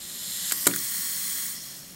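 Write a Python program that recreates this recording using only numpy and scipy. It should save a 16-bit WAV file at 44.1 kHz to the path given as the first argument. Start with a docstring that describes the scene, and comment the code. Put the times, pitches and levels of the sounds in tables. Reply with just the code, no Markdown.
"""On a table in a quiet room, a small plastic wind-up frog does one hop, heard from close by in mono.
Its escapement ticks hundreds of times a second and so excites the resonances of the hollow shell: it
speeds up as the legs release, stays fast through the hop and the landing, and slows on loading the leg spring.
The snapping legs and the landing are clusters of noise contacts that also ring the tabletop's modes;
light taps are single filtered contacts. A short diffuse tail and coloured noise give the room."""
import sys
import numpy as np
from scipy import signal
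from scipy.fft import rfft, irfft
from scipy.io import wavfile
from scipy.ndimage import map_coordinates

SR = 44100
rng = np.random.default_rng(int(sys.argv[2]) if len(sys.argv) > 2 else 0)


def wav_out(sig):
    """Save sig, one row per channel (or a flat mono array), as 16-bit PCM at SR to the path in sys.argv[1]."""
    wavfile.write(sys.argv[1], SR, np.round(np.clip(np.atleast_2d(sig).T, -1, 1) * 32767).astype(np.int16))


N = 85995

# Speed of the clockwork before its wobble. Each row: time in seconds, rate in escapement ticks per second.
CLOCKWORK_SPEED = [(0, 318), (.1, 380), (.18, 408), (.25, 470), (.35, 555), (.42, 570), (.5, 693),
                   (.56, 640), (.68, 735), (.92, 745), (1.2, 713), (1.47, 697), (1.53, 520), (1.59, 385),
                   (1.68, 375), (1.78, 333), (1.84, 243), (1.91, 228), (1.95, 174.5)]
# Shell resonances, legs folded. Each row: frequency in Hz, width in Hz, relative level in dB.
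CROUCHED_MODES = [(1910, 235, -7), (3050, 300, -7.5), (3616, 600, -5), (4120, 270, 0), (5170, 420, -4.5),
                  (6990, 900, -3), (7490, 170, -2), (8670, 340, -2.5), (9520, 440, -9), (11070, 600, -3.5),
                  (12400, 300, -17), (12986, 382, -0.5)]
# Shell resonances in the air. Each row: frequency in Hz, width in Hz, relative level in dB.
AIRBORNE_MODES = [(1110, 53, -7), (1920, 145, 3.5), (3160, 690, -4.5), (4350, 420, -2), (5000, 340, 5),
                  (5620, 430, 1.5), (6240, 440, -3.5), (7530, 770, 1.5), (8800, 620, 5), (10700, 500, 1),
                  (11670, 200, 9.5), (12700, 444, 6), (14500, 600, 1.5), (15060, 350, 0)]
# Shell resonances, legs stretched. Each row: frequency in Hz, width in Hz, relative level in dB.
UPRIGHT_MODES = [(1125, 110, -11.5), (1936, 340, -5), (3293, 300, -2.5), (4230, 144, 0.5), (4643, 270, -7),
                 (5466, 400, -2.5), (6110, 200, -15.5), (6790, 504, -1), (7990, 350, -1.5),
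                 (8950, 520, 1.5), (11083, 450, -2), (12050, 253, -4), (13326, 490, 0.5), (15720, 500, 2.5)]
# Broad colour of the motor, crouched and in the air. Each row: frequency in Hz, relative level in dB.
CROUCHED_COLOUR = [(100, -4), (400, -12), (850, 6.5), (1400, 2), (2500, -4), (3300, 0.5), (4000, -0.5),
                   (6000, -1.5), (7400, 1), (9700, 1), (10400, -3.5), (11100, 0.5), (13000, -1), (16000, 2)]
# Broad colour while racing after the landing. Each row: frequency in Hz, relative level in dB.
RACING_COLOUR = [(100, -6), (400, -10), (800, -2), (1400, 0.5), (2000, -0.5), (2600, -5.5), (4000, -2),
                 (9700, 0), (10350, -2.5), (10900, 0), (16000, -0.5)]
# Broad colour while loading the leg spring. Each row: frequency in Hz, relative level in dB.
LOADED_COLOUR = [(100, -1), (600, -3), (1100, -1.5), (1900, -1.5), (2500, -5), (3300, -1.5), (4400, 0.5),
                 (4850, 2.5), (5450, 4.5), (6000, 3), (7000, -0.5), (9600, -2), (10400, -4), (11200, 0.5),
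                 (16000, -5.5)]
# Hard blows: the legs snapping out, then the landing. Each row: start in seconds, length of the clatter
# in seconds, level in dB, tabletop level in dB, brightness in dB per octave, change over the clatter in dB.
HARD_BLOWS = [(0.5209, 0.008, -19, -47.5, 0.36, -20), (0.6682, 0.0079, -11.5, -27, -0.3, -3)]
# Colour of the blows before their own brightness. Each row: frequency in Hz, relative level in dB.
BLOW_COLOUR = [(60, -33), (200, -11), (450, -9.5), (720, -15.5), (900, -12), (1350, -6), (1900, -1),
               (2500, -14.5), (3300, -7), (4100, -6), (5500, -12.5), (6850, -2), (8650, 2), (10500, -4),
               (13400, -2.5), (16000, -15.5)]
# Light taps of feet and joints. Each row: start in seconds, level in dB, centre in Hz,
# distance from the centre to half gain in octaves, decay in seconds.
LIGHT_TAPS = [(0.5115, -29.5, 2400, 1.2, 0.0025), (0.6574, -27, 7700, 0.42, 0.00117),
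              (.6595, -37.5, 1730, 1.1, 0.0046), (0.7123, -37, 2210, 0.72, 0.0015),
              (0.7374, -25, 3970, 0.52, 0.0011), (0.736, -36, 1700, 0.36, 0.0063),
              (0.7617, -16, 9400, 0.99, 0.00026), (0.762, -35.5, 1650, 0.68, 0.00263),
              (0.7899, -27, 5600, .3, 0.00078)]
# Modes of the tabletop. Each row: frequency in Hz, relative level in dB, time to decay by 60 dB in seconds.
TABLE_MODES = [(124.2, -8, 0.67), (175, 2, 0.5), (199, 0, 0.41), (236, -10, 0.41), (283, 4, 0.31),
               (334, -5, 0.34), (343.3, 3.5, 0.34), (419, -7.5, 0.47), (566.9, 3.5, 0.18), (700, -1, .1),
               (830, -20, 0.19)]
# Colour of the tabletop's knock. Each row: frequency in Hz, relative level in dB.
THUD_COLOUR = [(30, -37), (100, -18), (200, 5), (500, 4), (900, -7), (1400, -1.5), (2500, -19.5),
               (8000, -46)]
# Colour of the room air. Each row: frequency in Hz, relative level in dB.
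AIR_COLOUR = [(25, -15), (60, -8.5), (110, -8.5), (180, 2), (240, -4), (330, -10.5), (480, -17),
              (580, -11.5), (800, -18), (2000, -17), (6000, -18), (16000, -18)]

# Clockwork: reference speed in ticks per second, growth of loudness with speed, irregularity of the speed
FULL_SPEED, DB_PER_DOUBLING = 689.6, 10
WOBBLE, WOBBLE_S = .012, .04  # spread as a fraction of the speed, spacing of its random points
SCRAPE_S, GEAR_DB = .0015, -6.5  # decay of each tick's scrape; rub of the gears at full speed
TICK_JITTER = .1  # spread of the timing at full speed, as a fraction of the tick interval
LIMP_DB, TICK_SCATTER_DB = 2.5, .75  # strong against weak tick at full speed; random spread
HUM_DB = -57.5  # the tick rate itself, carried by the table; peak level at the starting speed

# Phases of the hop: times of the changes, length of each crossfade, shell levels at full speed
JUMP_S, LAND_S, LOAD_S, CHANGE_S = .505, .668, 1.5484, .02
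CROUCHED_DB, AIRBORNE_DB, RACING_DB, LOADED_DB = -28.5, -30, -30.5, -30.5
SETTLE_DB, SETTLE_S = -3.5, .14  # the whirr is a little softer just after the landing
ECHO_LAG_S, HOP_LAG_S, ECHO_SHARE = .00014, .00018, .16  # least lag, extra lag at the top, amplitude

# Contacts, tabletop, room
RECONTACT_S, CONTACT_DECAY_S, CONTACT_SCATTER_DB = .0012, .00095, .5
THUD_DB, THUD_DECAY_S = -2, .0052  # dense, quickly damped modes of the top
BOOM_DB, BOOM_DECAY_S = -13, .043  # low reverberation of the knock
TABLE_CUT_HZ = 127  # the top radiates little below this
ROOM_DB, ROOM_T60_S, ROOM_DELAY_S = -13.5, .22, .0021
AIR_DB = -47
TOP_HZ = 15750


def undb(db):
    """Level and amplitude: 20 dB is a factor of ten in gain."""
    return 10 ** (np.asarray(db) / 20)


def unit(x):
    """Normalization: scale to a root mean square of 1."""
    return x / np.sqrt(np.mean(x ** 2))


def bins():
    """Spectral sampling: the frequencies in Hz on which filters are laid out, kept above zero."""
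    return np.maximum(np.arange(N + 1) * SR / (2 * N), 1)


def tone(points):
    """Spectral envelope: gain interpolated in dB over logarithmic frequency."""
    hz, db = np.array(points).T
    return undb(np.interp(np.log(bins()), np.log(hz), db))


def resonances(rows):
    """Modal response: the powers of overlapping damped resonators add."""
    power = 0
    for hz, width, db in rows:
        detuning = (bins() ** 2 - hz ** 2) / (bins() * width)
        power = power + undb(db) ** 2 / (1 + detuning ** 2)
    return np.sqrt(power)


def ring(x, gain):
    """Minimum phase: a folded cepstrum makes the gain a causal filter that keeps white-noise power."""
    cepstrum = irfft(np.log(unit(gain) + 1e-6))
    cepstrum[1:N] *= 2
    cepstrum[N + 1:] = 0
    response = np.exp(rfft(cepstrum))
    return irfft(rfft(x, 2 * N) * response)[:N]


def fade(start, decay):
    """Free decay: a sudden start, then an exponential fall by 1/e per decay time."""
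    age = np.arange(N) / SR - start
    return (age >= 0) * np.exp(-np.maximum(age, 0) / max(decay, 1 / SR))


def burst(envelope, seconds):
    """Contact noise: random impulses under an envelope, with the energy of a unit signal of that length."""
    x = envelope * rng.choice([-1, 1], N) * (1 + .5 * rng.standard_normal(N))
    return x * np.sqrt(abs(seconds) * SR / np.sum(x ** 2))


def motor(t):
    """Source and resonator: the escapement drives the shell, whose modes change with pose and load."""
    wobble = np.interp(t / WOBBLE_S, np.arange(N), rng.standard_normal(N))
    rate = np.interp(t, *np.array(CLOCKWORK_SPEED).T) * (1 + WOBBLE * wobble)
    drive = escapement(rate) * undb(DB_PER_DOUBLING * np.log2(rate / FULL_SPEED))

    def shell(modes, colour, db):
        """Forced vibration: the drive filtered by the shell's modes and broad colour."""
        return undb(db) * ring(drive, resonances(modes) * tone(colour))

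    hum = undb(HUM_DB) * np.sin(2 * np.pi * np.cumsum(rate) / SR) * (rate[0] / rate) ** 2
    crouched = shell(CROUCHED_MODES, CROUCHED_COLOUR, CROUCHED_DB) + hum
    airborne = hop_echo(shell(AIRBORNE_MODES, CROUCHED_COLOUR, AIRBORNE_DB), t)
    racing = shell(UPRIGHT_MODES, RACING_COLOUR, RACING_DB) * undb(SETTLE_DB * fade(LAND_S, SETTLE_S))
    loading = shell(UPRIGHT_MODES, LOADED_COLOUR, LOADED_DB)

    # Each switch rises from 0 to 1 around its change of phase
    jumped, landed, loaded = (np.clip((t - at) / CHANGE_S + .5, 0, 1) for at in (JUMP_S, LAND_S, LOAD_S))
    return ((1 - jumped) * crouched + (jumped - landed) * airborne
            + (landed - loaded) * racing + loaded * loading)


def escapement(rate):
    """Periodic impact: ticks scrape and alternate in strength; speed adds raggedness and gear rub."""
    beat = np.flatnonzero(np.diff(np.floor(np.cumsum(rate) / SR)))
    rush = (rate / FULL_SPEED) ** 2
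    late, size = rng.standard_normal((len(beat), 2)).T
    shift = TICK_JITTER * rush[beat] * late * SR / rate[beat]
    at = np.clip(beat + shift, 0, N - 1).astype(int)
    limp = LIMP_DB * rush[at] * (np.arange(len(at)) % 2 - .5)
    ticks = np.zeros(N)
    ticks[at] = undb(TICK_SCATTER_DB * size - limp) / np.sqrt(rate[at])  # even power at any rate
    # Energies of overlapping scrapes add
    scrape = np.sqrt(signal.lfilter([1], [1, -np.exp(-2 / (SCRAPE_S * SR))], ticks ** 2))
    gears = undb(GEAR_DB) * rush
    return unit(burst(np.hypot(unit(scrape), gears), 1))


def hop_echo(x, t):
    """Interference: the table mirrors the airborne toy, and the lag grows with its height."""
    flight = np.clip((t - JUMP_S) / (LAND_S - JUMP_S), 0, 1)
    height = 1 - (2 * flight - 1) ** 2  # parabola, 1 at the top
    lag = ECHO_LAG_S + HOP_LAG_S * height
    echo = map_coordinates(x, [(t - lag) * SR], mode="nearest")
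    return (x + ECHO_SHARE * echo) / np.hypot(1, ECHO_SHARE)


def blows(t):
    """Repeated impact: loose plastic parts strike several times within milliseconds and shake the table."""
    out = 0
    for start, length, db, table_db, tilt_db, fall_db in HARD_BLOWS:
        sizes = undb(CONTACT_SCATTER_DB * rng.standard_normal(size=16))
        contacts = 0
        for late, size in zip(np.arange(0, length, RECONTACT_S), sizes):
            strength = size * undb(fall_db * late / length)
            contacts = contacts + strength * fade(start + late, CONTACT_DECAY_S)
        colour = tone(BLOW_COLOUR) * undb(tilt_db * np.log2(bins()))
        clatter = undb(db) * ring(burst(contacts, length), colour)
        out = out + clatter + undb(table_db) * tabletop(t, start)
    return out


def tabletop(t, start):
    """Plate vibration: a blow excites decaying modes, a dull thud and their low reverberation."""
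    modes = 0
    for hz, db, t60 in TABLE_MODES:
        decay = fade(start, t60 / np.log(1000))
        modes = modes + undb(db) * decay * np.sin(2 * np.pi * hz * (t - start))
    thud = undb(THUD_DB) * burst(fade(start, THUD_DECAY_S), THUD_DECAY_S)
    boom = undb(BOOM_DB) * burst(fade(start, BOOM_DECAY_S), BOOM_DECAY_S)
    radiation = signal.butter(2, TABLE_CUT_HZ, "high", fs=SR, output="sos")
    return signal.sosfilt(radiation, .5 * modes + ring(thud + boom, tone(THUD_COLOUR)))


def taps():
    """Single impact: each light contact excites its own range of the shell's ring."""
    out = 0
    for start, db, hz, octaves, decay in LIGHT_TAPS:
        band = 1 / (1 + (np.log2(bins() / hz) / octaves) ** 4)
        out = out + undb(db) * ring(burst(fade(start, decay), 2 * decay), band)
    return out


def room(x):
    """Diffuse reverberation: convolution with decaying noise gives a faint, short tail from the walls."""
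    tail = burst(fade(ROOM_DELAY_S, ROOM_T60_S / np.log(1000)), 1 / SR)
    return undb(ROOM_DB) * signal.fftconvolve(x, tail)[:N]


def room_air():
    """Stationary noise: a steady random signal with the colour of the room air."""
    return undb(AIR_DB) * ring(rng.standard_normal(N), tone(AIR_COLOUR))


def scene():
    """Superposition: toy, table, room tail and air add, the same in both channels."""
    t = np.arange(N) / SR
    toy = motor(t) + blows(t) + taps()
    return np.tile(toy + room(toy) + room_air(), (2, 1))


def record(dry):
    """Band limitation: a steep elliptic low-pass removes the extreme treble."""
    return signal.sosfilt(signal.ellip(12, .2, 80, TOP_HZ, fs=SR, output="sos"), dry)


dry = scene()
out = record(dry)
wav_out(out)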